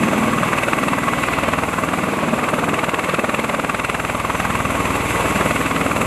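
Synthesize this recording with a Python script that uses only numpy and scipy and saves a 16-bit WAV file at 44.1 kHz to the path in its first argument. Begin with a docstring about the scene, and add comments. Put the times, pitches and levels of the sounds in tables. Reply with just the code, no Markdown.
"""Open airfield at night: a tiltrotor taxis past, more aircraft running behind it.
Twenty blades a second thump, whoosh and slap through the tip vortices of the blades before them.
Under the chopping lie the drone of farther rotors, exhaust roar, turbine hiss and gear whine."""
import sys
import numpy as np
from scipy.fft import rfft, irfft, next_fast_len
from scipy.io import wavfile
from scipy.ndimage import map_coordinates

SR = 44100
rng = np.random.default_rng(int(sys.argv[2]) if len(sys.argv) > 2 else 0)


def put_to_file(sound):
    """Save the sound as 16-bit audio at rate SR, in the file named by the first command-line argument."""
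    columns = np.atleast_2d(sound).T  # one column per channel
    safe = np.clip(columns, -1, 1)
    whole_steps = np.round(safe * 32767)
    wavfile.write(sys.argv[1], SR, whole_steps.astype(np.int16))


N = 267246

# blade passage rate: time_s, rate_hz
BLADE_RATE = [(0, 19.99), (3, 19.892), (6.06, 19.808)]
# bite of the near blades into the vortices: time_s, bark_db, crack_db
CHOP = [(0.03, -25, -31.5), (0.23, -25.5, -33.5), (0.59, -26.0, -27.0), (1.09, -24, -32.5),
        (1.29, -27.5, -30), (1.49, -23.5, -31), (2.24, -27, -37.5), (2.49, -24.5, -30.0),
        (3.35, -25.0, -27.5), (3.65, -25.5, -30), (3.85, -25.5, -28.5), (4.25, -27.0, -32.5),
        (4.5, -24.5, -31), (4.96, -31, -33), (5.61, -24, -29.0), (5.81, -24.0, -31), (6.02, -28.5, -29.0)]


def slap():
    """Vortex strikes in a puff of torn air: woody bark, bright crack on top."""
    # strikes over torn air: time_s, ratio_db
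    sharpness = [(0, -3), (.55, -9), (.95, 1), (1.4, -6), (2.1, 5.5), (3.3, -2.5), (4.05, 2.5), (5.1, -3),
                 (6.06, 1)]
    # bark and crack spectra: freq_hz, gain_db
    bark_spectrum = [(150, -21), (500, -27), (800, -6.5), (980, -3), (1150, 2.5), (1300, -1), (1550, -2.5),
                     (1850, -12), (2400, -36)]
    crack_spectrum = [(1200, -27.5), (1800, 1.5), (2100, 4.5), (2450, 3), (2650, 7), (2830, 0), (2980, -8),
                      (3600, -7.5), (5300, -24), (6400, -23.5), (7600, -14.5), (8700, -16), (11000, -23.5),
                      (15000, -58)]
    bark_db, crack_db = curves(CHOP)
    sharp_db, = curves(sharpness)
    strikes = vortex_strikes()

    def with_strikes(air, ratio_db):
        return (unit(air) + amp(ratio_db) * strikes) / np.hypot(1, amp(ratio_db))

    puff = air_bursts(delay_s=0, rise_s=0.013, fall_s=0.01, scatter_db=-0.5)
    wake = air_bursts(delay_s=0.0012, rise_s=0.0072, fall_s=0.0051, scatter_db=2.1)
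    bark = colour(ahead(with_strikes(puff, sharp_db)), bark_spectrum)
    crack = colour(with_strikes(wake, sharp_db - 3), crack_spectrum)
    return amp(bark_db - 0.72) * bark + amp(crack_db) * crack


def vortex_strikes(count=9, base_hz=1540, db_per_octave=12, pass_drop_octaves=0.2):
    """Each blade cuts a row of tip vortices; their spacing, new each time, sets the slap's pitch."""
    lag_s, pass_lag_s, wander_s = 0.00032, 0.0018, 0.0006
    scatter_db, taper_db = 4.5, 0.5
    passed = blade_count()
    at = np.searchsorted(passed, np.arange(int(passed[-1]) + 1))
    bark_db, crack_db = curves(CHOP)
    # brighter slaps are higher
    octaves = (crack_db - bark_db) / db_per_octave - pass_drop_octaves * passing()
    pitch_hz = base_hz * 2 ** octaves[at]
    centre_s = at / SR + lag_s + pass_lag_s * passing()[at] + wander_s * rng.standard_normal(len(at))
    gap_s = np.exp(0.13 * rng.standard_normal(len(at))) / pitch_hz
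    place = np.arange(count) - (count - 1) / 2
    jitter = 0.12 * rng.standard_normal((len(at), count))
    strike_s = centre_s[:, None] + gap_s[:, None] * (place + jitter)
    strength = amp(scatter_db * rng.standard_normal(strike_s.shape) - taper_db * np.abs(place))
    strength /= np.linalg.norm(strength, axis=1, keepdims=True)
    index = np.clip(strike_s * SR, 0, N - 1).astype(int)
    return -unit(np.bincount(index.ravel(), strength.ravel(), N))


def hard_slaps(lead_s=0.00046, pressure_share=0.42):
    """Head-on vortex hits: one suction spike, a smaller pressure swing just before it."""
    # head-on hits: time_s, level_db
    hits = [(0.336, -10), (0.433, -4), (0.532, -6), (0.734, -2), (0.934, -15), (1.2868, -3.5), (1.5359, -5),
            (1.586, -17), (1.6357, -6), (2.938, -26), (3.648, -11), (3.947, -9), (4.049, -7), (4.4007, -12)]
    # hit spectrum: freq_hz, gain_db
    spectrum = [(200, -10), (600, -9), (1200, 1.5), (2000, 0), (2750, -2), (3050, -43), (3800, -42),
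                (5300, -37), (7600, -33), (12000, -46)]
    spikes = np.zeros(N)
    for time_s, level_db in hits:
        spikes[round(time_s * SR)] -= amp(level_db)
        spikes[round((time_s - lead_s) * SR)] += pressure_share * amp(level_db)
    wave = colour(spikes, spectrum)
    return wave * np.abs(spikes).max() / np.abs(wave).max()


def rotor_thumps(first_lead_s=0.0273, final_lead_s=0.01132, settle_s=0.81):
    """Loaded blades push swings of suction and pressure; two rotors slide in phase, swell and cancel."""
    # rotor pulses: time_s, near_db, far_db
    levels = [(0, -48, -31), (.4, -41, -31), (.75, -51, -35), (1.45, -32, -32.5), (2.1, -41, -36),
              (3.5, -37.5, -48), (4.6, -28.5, -36), (5.25, -28, -34.5), (6.06, -33.5, -31.5)]
    # pulse spectrum: freq_hz, gain_db
    spectrum = [(20, -6), (40, -2), (59, 5.5), (80, -0.5), (120, 9), (200, 6), (400, -7)]

    def pulses(lead_s, width_s):
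        u = blade_clock(lead_s)[1] / width_s
        return colour(u * np.exp(-u * u / 2), spectrum)

    near_db, far_db = curves(levels)
    far_lead_s = final_lead_s + (first_lead_s - final_lead_s) * swell(0, settle_s, settle_s)
    near = amp(near_db) * pulses(lead_s=-0.00022, width_s=0.0022)
    far = amp(far_db) * pulses(lead_s=far_lead_s, width_s=0.0015)
    return near + far


def whoosh():
    """Turbulence on the advancing blade swells just ahead of the slap."""
    # air rush at the near blades: time_s, level_db
    levels = [(0.03, -25), (0.49, -31), (1.24, -30), (1.49, -23), (1.74, -33.5), (1.94, -26), (3.6, -27),
              (4.65, -33), (4.86, -28), (5.06, -35), (5.26, -25.5), (6.02, -31)]
    # rush spectrum: freq_hz, gain_db
    spectrum = [(60, -27), (130, -7), (240, 1), (400, -6), (520, -1), (625, 1), (760, -8), (1000, -7),
                (1500, -49)]
    air = air_bursts(delay_s=-0.0019, rise_s=0.0065, fall_s=0.0036, scatter_db=0.5)
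    level_db = curves(levels)[0] + 1 + 1.36 * wobble(6.88)
    return amp(level_db) * colour(ahead(air), spectrum)


def engines():
    """Exhaust, turbine and compressor hiss flutter in the downwash; hiss and whistle throb per blade."""
    # engines as the nacelles turn past: time_s, exhaust_db, turbine_db
    levels = [(0.03, -23.5, -29.5), (0.28, -21.5, -28.5), (0.94, -25.5, -31), (1.44, -23.0, -28.5),
              (1.74, -25, -33.0), (2.24, -23.5, -29), (2.44, -23.5, -31.5), (3.8, -28.0, -33),
              (5.41, -20.5, -27), (5.61, -24.5, -27.5), (6.02, -23, -31)]
    # compressor hiss, swelling as the exhausts turn to the listener: time_s, level_db
    hiss_levels = [(0.03, -37.0), (2.19, -39), (2.49, -39.0), (3.9, -40), (5.41, -33), (5.81, -37.5),
                   (6.02, -35)]
    # whistle flares as an intake faces the listener: time_s, boost_db
    flares = [(0, 9), (4.3, 8)]
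    # noise spectra: freq_hz, gain_db
    exhaust_spectrum = [(20, -44), (60, -15.5), (110, -8), (165, 0.5), (350, -3), (500, -0.5), (640, -2),
                        (800, -3.5), (1000, -3.5), (1130, 0.5), (1300, -6.5), (1600, -10.5), (1900, -22.5),
                        (2600, -31.5)]
    turbine_spectrum = [(1300, -24.5), (1850, -6), (2150, -0.5), (2450, -1.5), (2650, -0.5), (2830, -6),
                        (2980, -9), (3600, -12.5), (4200, -17), (5200, -23), (7000, -35.5)]
    hiss_spectrum = [(4000, -15), (5600, -7), (6300, 0.5), (6950, 1.5), (7500, 7), (8100, 3), (8700, -0.5),
                     (10600, 2), (11700, 0.5), (12900, -8), (13900, -12), (15000, -25)]
    whistle_spectrum = [(5700, -36), (6150, 6), (6300, -7), (6500, -7), (7000, -18.5)]
    exhaust_db, turbine_db = curves(levels)
    hiss_db, = curves(hiss_levels)
    whistle_db = -57 + sum(db * swell(time_s, rise_s=0.13, fall_s=0.71) for time_s, db in flares)
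    flutter = wobble(20)
    throb = np.cos(2 * np.pi * (blade_count() - 0.06))
    exhaust = amp(exhaust_db - 0.5 + 0.5 * flutter + 1.12 * wobble(60)) * noise(exhaust_spectrum)
    turbine = amp(turbine_db - 1 + 0.22 * flutter + 0.86 * wobble(45)) * noise(turbine_spectrum)
    hiss = amp(hiss_db - 0.5 + 0.47 * throb + 0.12 * flutter + 1.14 * wobble(70)) * noise(hiss_spectrum)
    whistle = amp(whistle_db + 2.4 * throb + 2.0 * wobble(9.7)) * noise(whistle_spectrum)
    return exhaust + turbine + hiss + whistle


def drone(drift_hz=4.5, roughness_db=-3):
    """Blade harmonics of farther rotors, each fading as the rotors slide in and out of step."""
    # farther rotors: time_s, level_db
    levels = [(0.03, -17), (0.49, -23.0), (0.69, -27), (0.89, -23), (1.59, -31), (2.09, -23), (3.4, -30.5),
              (3.6, -28), (3.8, -40), (4.3, -32), (5.31, -25.0), (6.02, -27)]
    # drone spectrum: freq_hz, gain_db
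    spectrum = [(60, -54.5), (115, -14), (160, -3.5), (215, 1.5), (280, 1.5), (340, -7.5), (500, -26.5)]
    phase = 2 * np.pi * blade_count()
    harmonics = sum(wobble(drift_hz) * np.cos(k * phase) + wobble(drift_hz) * np.sin(k * phase)
                    for k in range(5, 22))
    rough = unit(harmonics) + amp(roughness_db) * rng.standard_normal(N)
    return amp(curves(levels)[0] - 1.45) * colour(rough, spectrum)


def gear_whine():
    """Gear tones, smeared and shaken by the moving air."""
    # gearbox and shaft tones: pitch_hz, level_db, width_hz
    gear_tones = [(1096, -40, 9), (1930, -47, 12), (1996.5, -42, 3), (2197, -45, 10), (2886, -57, 8),
                  (3280, -57.5, 10)]
    # beaming towards the listener: time_s, gain_db
    beam = [(0, 3), (1.2, 7), (1.8, -1), (3, -3.5), (3.8, -1.5), (4.4, 1), (5.4, 5.5), (6.06, -3)]
    t = np.arange(N) / SR
    tones = 0
    for pitch_hz, level_db, width_hz in gear_tones:
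        detune_hz = 0.553 * width_hz * wobble(25)
        phase = 2 * np.pi * (pitch_hz * t + np.cumsum(detune_hz) / SR)
        tones += amp(level_db) * unit(amp(1.8 * wobble(12)) * np.sin(phase))
    return amp(curves(beam)[0]) * tones


def blade_count(first_blade_s=0.0348):
    """Blades gone by at each sample; whole at each passage."""
    rate_hz, = curves(BLADE_RATE)
    return np.cumsum(rate_hz) / SR - first_blade_s * rate_hz[0]


def blade_clock(lead_s=0):
    """Index of the nearest blade passage and seconds since it (negative before)."""
    rate_hz, = curves(BLADE_RATE)
    count = blade_count() + lead_s * rate_hz
    nearest = np.round(count)
    return nearest.astype(int) + 1, (count - nearest) / rate_hz


def air_bursts(delay_s, rise_s, fall_s, scatter_db):
    """Noise that swells and dies at each blade, each with its own strength."""
    air = rng.standard_normal(N)
    blade, since_s = blade_clock()
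    t = since_s - delay_s
    strength = amp(scatter_db * rng.standard_normal(blade[-1] + 1))
    return air * strength[blade] * np.exp(np.minimum(t / rise_s, -t / fall_s))


def passing():
    """1 as the near rotor sweeps past, 0 well before and after."""
    return swell(peak_s=2.75, rise_s=0.488, fall_s=0.488)


def ahead(x, lead_s=0.00058, pass_lead_s=0.00421):
    """The dull part of a chop arrives before its crack, most as the rotor sweeps past."""
    samples = np.arange(N)
    return np.interp(samples + (lead_s + pass_lead_s * passing()) * SR, samples, x)


def swell(peak_s, rise_s, fall_s):
    """Smooth hump of height 1."""
    t = np.arange(N) / SR - peak_s
    return np.exp(-(t / np.where(t < 0, rise_s, fall_s)) ** 2)


def amp(db):
    """Decibels to gain."""
    return 10 ** (np.asarray(db) / 20)


def unit(x):
    """Scale to rms 1."""
    return x / np.sqrt(np.mean(x ** 2) + 1e-20)


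def curves(rows):
    """One value per sample for each column after time_s."""
    time_s, *columns = np.transpose(rows)
    return [np.interp(np.arange(N) / SR, time_s, column) for column in columns]


def wobble(rate_hz):
    """Smooth random curve, rate_hz knots a second."""
    t = np.arange(N) / SR
    coarse_s = t[::64]
    spline = map_coordinates(rng.standard_normal(1024), [coarse_s * rate_hz], mode="wrap")
    return np.interp(t, coarse_s, spline)


def colour(x, spectrum):
    """Minimum-phase filter through (freq_hz, gain_db) points; output rms 1."""
    size = 2 * next_fast_len(N // 2 + 8192)
    freq_hz, gain_db = np.transpose(spectrum)
    grid_hz = np.fft.rfftfreq(size, 1 / SR) + 1
    skirts = (np.minimum(1, grid_hz / freq_hz[0]) * np.minimum(1, freq_hz[-1] / grid_hz)) ** 2
    gain = skirts * amp(np.interp(np.log(grid_hz), np.log(freq_hz), gain_db))
    cepstrum = irfft(np.log(gain + 1e-6))
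    cepstrum[1:size // 2] *= 2
    cepstrum[size // 2 + 1:] = 0
    return unit(irfft(rfft(x, size) * np.exp(rfft(cepstrum)))[:N])


def noise(spectrum):
    """Steady coloured noise, rms 1."""
    return colour(rng.standard_normal(N), spectrum)


def scene():
    """All sources at one point in the open, mono."""
    return (rotor_thumps() + whoosh() + slap() + hard_slaps() + drone() + engines() + gear_whine())[None]


def record(dry):
    """Soft peak limit, then a sharp low-pass."""
    ceiling, cutoff_hz = 0.9, 15000
    rounded = dry / (1 + np.abs(dry / ceiling) ** 6) ** (1 / 6)
    size = next_fast_len(N + 8192)
    passband = np.fft.rfftfreq(size, 1 / SR) < cutoff_hz
    return irfft(rfft(rounded, size) * passband, size)[:, :N]


dry = scene()
out = record(dry)
put_to_file(out)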